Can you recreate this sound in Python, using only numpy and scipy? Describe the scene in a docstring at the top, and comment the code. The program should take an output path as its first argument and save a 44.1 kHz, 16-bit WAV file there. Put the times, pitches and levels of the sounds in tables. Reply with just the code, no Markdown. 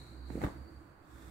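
"""Cotton sheet flung over a mattress

A sheet flies with a rush and a grainy swish (shaped noise); its folds flap taut (pressure pulses, cracks,
noise bursts), it lands with a thump (decaying modes) and flaps and thump ring a small room (convolution).
Then it is drawn along the bed with a hiss. Behind: a wavering low hum (sine), room noise with a faint
mid drone (shaped noise) and a thin high trill (two narrow fluttering noise bands)."""
import sys
import numpy as np
from scipy import signal
from scipy.fft import rfft, irfft
from scipy.io import wavfile
from scipy.ndimage import uniform_filter1d

SR = 44100
rng = np.random.default_rng(int(sys.argv[2]) if len(sys.argv) > 2 else 0)


def wav_record(signal):
    """Record a signal, one row per channel, as 16-bit PCM in the file named by sys.argv[1]."""
    frames = np.transpose(np.atleast_2d(signal))
    bounded = np.clip(frames, -1, 1)
    # unit amplitude maps onto the largest positive 16-bit level
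    quanta = np.round(bounded * 32767).astype(np.int16)
    wavfile.write(sys.argv[1], SR, quanta)


N = 57330

# steady room noise, colour: (frequency [Hz], relative level [dB])
AIR_COLOUR = [(20, -1), (60, -2), (130, 3.5), (215, -6.5), (320, -2.5), (450, -7), (800, -7.5),
              (1100, -5.5), (1550, -8), (2100, -19.5), (3000, -28.5), (5500, -39.5), (15000, -35.5)]
AIR_DB, AIR_PAN_DB = -59.5, -5
# faint mid drone, colour: (frequency [Hz], relative level [dB])
DRONE_COLOUR = [(150, -33), (270, -6.5), (310, -6), (340, 1), (375, -29.5), (600, -51.5)]
# drone envelope: (time [s], level [dB])
DRONE_LEVEL = [(0, -69), (.5, -48), (.6, -60), (.85, -60), (.97, -74), (1.06, -62), (1.3, -60.5)]
# low hum: (time [s], frequency [Hz], level [dB])
HUM_TRACK = [(0, 64.8, -50.5), (.05, 64.9, -60.5), (.21, 63.5, -46.5), (.42, 64.5, -45), (.52, 65.9, -55.5),
             (.62, 69.2, -45.5), (.70, 70.3, -61), (.775, 69.3, -49), (.85, 70.4, -72), (1.08, 67.9, -76.5),
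             (1.15, 66.1, -49.5), (1.205, 62, -64.5), (1.26, 63, -50), (1.3, 67, -53)]
HUM_PAN_DB = -6
# thin trill: (time [s], lower band level [dB], upper band level [dB])
TRILL_LEVELS = [(0, -61.5, -80), (.12, -64.5, -76.5), (.25, -70.5, -70.5), (.33, -67.5, -74.5),
                (.5, -79, -73), (.76, -86, -74), (.92, -88, -83.5), (1.03, -91, -80.5), (1.06, -88, -85),
                (1.3, -88, -90)]
TRILL_HZ, TRILL_WIDTH_HZ = (4094, 4557), (210, 92)
TRILL_FLUTTER_DB, TRILL_FLUTTER_HZ = 1.56, 39

# sheet drawn along the mattress, colour: (frequency [Hz], relative level [dB])
DRAG_COLOUR = [(300, -5), (1500, 14.5), (2300, 4), (3050, -7), (3550, 8.5), (4100, -1), (5300, -1),
               (6500, -2), (8000, 3), (9500, -4.5), (11000, -3.5), (13700, -6), (15000, -1), (16000, -14)]
DRAG_START_S, DRAG_RISE_S, DRAG_DB, DRAG_PAN_DB = 1.01, 0.2, -62, -3
DRAG_GRAIN_DB, DRAG_GRAIN_HZ = 0.82, 200
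# rush of air under the flying sheet: (time [s], level [dB])
RUSH_LEVEL = [(0, -55), (.27, -63), (.32, -48.5), (.40, -47), (.445, -32.5), (.49, -56.5), (.56, -53.5),
              (.68, -57), (.85, -65.5), (.915, -61), (.95, -92), (1.04, -83), (1.14, -63), (1.3, -57.5)]
# rush colour: (frequency [Hz], relative level [dB])
RUSH_COLOUR = [(20, -25), (45, -14.5), (120, -2.5), (220, -12), (320, -12.5), (450, -15.5), (900, -25.5),
               (2000, -31.5), (4000, -52), (15000, -48)]
RUSH_PAN_DB = -1.5
# cloth sliding on cloth: (time [s], level [dB])
SWISH_LEVEL = [(0, -66.5), (.1, -69.5), (.24, -78), (.28, -71), (.325, -64.5), (.40, -64), (.438, -58.5),
               (.48, -63), (.55, -72.5), (.66, -78.5), (.8, -77.5), (.95, -85), (1.3, -78)]
# swish colour: (frequency [Hz], relative level [dB])
SWISH_COLOUR = [(300, 0), (1500, -0.5), (2200, 8), (3000, -7.5), (3700, 0), (5300, -4.5), (6500, -0.5),
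                (8000, 3), (9500, -2.5), (12500, -7), (15500, -12.5)]
SWISH_GRAIN_DB, SWISH_GRAIN_HZ, SWISH_PAN_DB = 1.6, 1300, -5.8

# bed and room resonances set off by the landing: (frequency [Hz], relative level [dB], T60 [s])
MATTRESS_MODES = [(60.3, 0.5, 0.15), (81, -7.5, 0.06), (112, -2.5, 0.19), (190, -7, 0.21), (294.7, 4, 0.19)]
THUMP_S, THUMP_DB, THUMP_ATTACK_S = 0.4345, -32, 0.0103
# folds flapping taut:
# (time [s], air pulse level [dB], pulse half-width [s], cloth snap level [dB], left minus right [dB])
FLAPS = [(0.3025, -70, .0008, -42.5, -21), (0.3039, -36, 0.00074, -56, -0.5),
         (0.3069, -35.5, 0.0012, -64, -11), (0.3556, -26.5, 0.00082, -51, -2),
         (0.376, -30, 0.00085, -59.5, -4), (0.3799, -32.5, 0.00056, -61, -1.5),
         (0.4127, -55, 0.00066, -48, -2), (0.4173, -42.5, 0.00035, -34.5, 0),
         (0.4206, -34.5, 0.0016, -54, -1), (0.4378, -25, 0.0008, -40.5, 11.5),
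         (0.4392, -56, 0.00027, -27.5, -11.5), (0.4445, -34, 0.00074, -34.5, -3),
         (0.4505, -28, 0.0015, -40.5, 2), (0.466, -42, 0.00112, -37.5, 3.5),
         (0.4719, -42, 0.00035, -45.5, 22), (0.4757, -31.5, 0.00091, -61, 4.5),
         (0.4785, -46, 0.00026, -54, -7), (0.4860, -37, 0.00045, -47.5, -4)]
PULSE_SKEW = 0.16  # pressure swells more after the dip than before it
CRACK_DB, CRACK_WIDTH_S, CRACK_LEFT_LEAD_S = 0.5, 0.00024, 0.00038  # level re snap
SNAP_LEAD_S, SNAP_ATTACK_S, SNAP_DECAY_S = 0.0013, 0.0009, 0.0026
# filter on the snap noise: (frequency [Hz], gain [dB])
SNAP_COLOUR = [(200, 9), (450, -1), (800, 14.5), (1400, 10), (2000, 8), (2800, -9.5), (4200, -8.5),
               (5500, -23), (15000, -47)]

# standing waves of the room: (frequency [Hz], level [dB], T60 [s])
ROOM_MODES = [(289.3, -55.5, 0.16), (361.2, -85, 0.27), (554, -64, 0.15), (795, -74, 0.24)]
# reverberant tail, colour: (frequency [Hz], relative level [dB])
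ROOM_COLOUR = [(50, -2), (130, -20), (300, -11.5), (700, 0), (2000, -0.5), (6000, 3.5), (15000, -14.5)]
ROOM_T60_S, ROOM_DB, ROOM_DELAY_S = 0.36, -7.5, 0.006
# likeness of the two channels of each noise: (frequency [Hz], correlation [-1..1])
LIKENESS = [(60, 1), (300, 0.83), (550, 0.46), (900, -0.087), (2000, 0.11), (6000, 0.034)]
# colour difference of the two microphones: (frequency [Hz], left minus right [dB])
MICROPHONE_COLOUR = [(100, -0.5), (300, -0.5), (500, 1.5), (800, -2), (1100, 1.5), (1800, -2), (3300, -4.5),
                     (4400, 5), (6000, 4), (8000, -1.5), (12000, 5.5), (15500, 0.5)]
TOP_HZ = 15700


def undb(db):
    """Decibels to gain."""
    return 10 ** (np.asarray(db) / 20)


def unit(x):
    """Scale to rms 1."""
    return x / np.sqrt(np.mean(x ** 2))


def curve(table, column=1):
    """One table column, linearly interpolated in time."""
    rows = np.array(table)
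    return np.interp(np.arange(N) / SR, rows[:, 0], rows[:, column])


def by_frequency(points):
    """(Hz, value) points interpolated on a log-frequency axis."""
    hz, value = np.array(points).T
    bins_hz = np.fft.rfftfreq(N, 1 / SR) + 1  # offset avoids log(0)
    return np.interp(np.log(bins_hz), np.log(hz), value)


def colour(x, points):
    """Filter by (Hz, dB) points."""
    return irfft(rfft(x) * undb(by_frequency(points)), N)


def pan(db):
    """Left and right gains for a level difference, mean power 1."""
    gains = undb(np.array([[db], [-db]]) / 2)
    return gains / np.sqrt(np.mean(gains ** 2))


def noise(points):
    """Coloured stereo noise of rms 1, alike in the bass and nearly unrelated in the treble."""
    like = np.clip(by_frequency(LIKENESS), -1, 1)
    mid, side = rfft(rng.standard_normal((2, N))) * np.sqrt([1 + like, 1 - like])
    stereo = irfft(np.array([mid + side, mid - side]), N)
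    return unit(colour(stereo, points))


def flicker(rate_hz):
    """Smoothed random wander of rms 1: white noise averaged over 1 / rate_hz."""
    window = max(int(SR / rate_hz), 1)
    return unit(uniform_filter1d(rng.standard_normal(N), window))


def decay(t, t60_s):
    """Exponential decay, 60 dB down at t60_s."""
    return np.exp(-np.log(1000) * t / t60_s)


def ring(modes, t):
    """Sum of decaying sines, one per mode."""
    return sum(undb(db) * np.sin(2 * np.pi * hz * t) * decay(t, t60_s) for hz, db, t60_s in modes)


def room_noise():
    """Steady broadband noise plus a narrower mid drone that swells and fades."""
    steady = noise(AIR_COLOUR) * undb(AIR_DB)
    drone = noise(DRONE_COLOUR) * undb(curve(DRONE_LEVEL))
    return (steady + drone) * pan(AIR_PAN_DB)


def hum():
    """A low sine that swells, fades and wavers in pitch: phase is the integral of frequency."""
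    phase = 2 * np.pi * np.cumsum(curve(HUM_TRACK, column=1)) / SR
    tone = np.sqrt(2) * np.sin(phase)  # rms 1
    return tone * undb(curve(HUM_TRACK, column=2)) * pan(HUM_PAN_DB)


def trill():
    """Two narrow high noise bands with randomly fluttering levels."""
    bins_hz = np.fft.rfftfreq(N, 1 / SR)
    out = np.zeros((2, N))
    for column, (hz, width_hz) in enumerate(zip(TRILL_HZ, TRILL_WIDTH_HZ), start=1):
        bell = np.exp(-((bins_hz - hz) / width_hz) ** 2 / 2)
        band = unit(irfft(rfft(rng.standard_normal((2, N))) * bell, N))
        level_db = curve(TRILL_LEVELS, column) + TRILL_FLUTTER_DB * flicker(TRILL_FLUTTER_HZ)
        out += band * undb(level_db)
    return out


def drag(t):
    """Cotton pulled over the mattress cover: friction hiss that ramps up, then holds with a slight grain."""
    ramp = np.clip((t - DRAG_START_S) / DRAG_RISE_S, 0, 1)
    level_db = DRAG_DB + DRAG_GRAIN_DB * flicker(DRAG_GRAIN_HZ)
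    return noise(DRAG_COLOUR) * ramp * undb(level_db) * pan(DRAG_PAN_DB)


def air_rush():
    """Air moved by the flying sheet: low noise following the rush envelope."""
    return noise(RUSH_COLOUR) * undb(curve(RUSH_LEVEL)) * pan(RUSH_PAN_DB)


def swish():
    """Weave sliding on weave: noise with a fast random grain in level."""
    level_db = curve(SWISH_LEVEL) + SWISH_GRAIN_DB * flicker(SWISH_GRAIN_HZ)
    return noise(SWISH_COLOUR) * undb(level_db) * pan(SWISH_PAN_DB)


def thump(t):
    """The sheet pushes its cushion of air onto the mattress, exciting decaying modes."""
    age = np.maximum(t - THUMP_S, 0)
    attack = np.minimum(age / THUMP_ATTACK_S, 1)
    return undb(THUMP_DB) * attack * ring(MATTRESS_MODES, age)


def pressure_pulse(t, width_s):
    """Pressure swells, dips at t = 0 and rebounds: a skewed second derivative of a Gaussian."""
    u = t / width_s
    return (u ** 2 - 1) * (1 + PULSE_SKEW * u) * np.exp(-u ** 2 / 2)


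def crack(t):
    """A sharp stereo up-down pressure stroke, earlier on the left."""
    v = (t + CRACK_LEFT_LEAD_S * np.array([[1], [0]])) / CRACK_WIDTH_S
    return undb(CRACK_DB) * -v * np.exp((1 - v ** 2) / 2)


def snap_envelope(t):
    """Cloth noise burst: linear attack starting just before the flap, exponential decay."""
    age = np.maximum(t + SNAP_LEAD_S, 0)
    return np.minimum(age / SNAP_ATTACK_S, 1) * np.exp(-age / SNAP_DECAY_S)


def flaps(t):
    """Each fold pulled taut gives a pressure pulse, a crack and a short burst of cloth noise."""
    air, rub = np.zeros((2, N)), np.zeros((2, N))
    for at_s, pulse_db, width_s, snap_db, pan_db in FLAPS:
        since = t - at_s
        pulse = undb(pulse_db) * pressure_pulse(since, width_s)
        air += pan(pan_db) * (pulse + undb(snap_db) * crack(since))
        rub += pan(pan_db) * undb(snap_db) * snap_envelope(since)
    return air + colour(rub * rng.standard_normal((2, N)), SNAP_COLOUR)


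def room(x, t):
    """Reverberation: convolution with a decaying diffuse tail and a few standing waves."""
    tail = noise(ROOM_COLOUR) * decay(t, ROOM_T60_S) * (t > ROOM_DELAY_S)
    tail = unit(tail) / np.sqrt(N)  # mean energy per channel 1
    response = undb(ROOM_DB) * tail + ring(ROOM_MODES, t)
    return signal.fftconvolve(x, response, axes=1)[:, :N]


def scene():
    """Background, sliding cloth, then the blows and their reverberation."""
    t = np.arange(N) / SR
    background = room_noise() + hum() + trill()
    cloth = drag(t) + air_rush() + swish()
    blows = thump(t) + flaps(t)
    return background + cloth + blows + room(blows, t)


def record(dry):
    """The microphones differ in colour, half the difference each way; a steep low-pass cuts the top."""
    tilt_db = by_frequency(MICROPHONE_COLOUR) * np.array([[1], [-1]]) / 2
    heard = irfft(rfft(dry) * undb(tilt_db), N)
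    low_pass = signal.ellip(10, .1, 70, TOP_HZ, fs=SR, output="sos")
    return signal.sosfilt(low_pass, heard)


dry = scene()
out = record(dry)
wav_record(out)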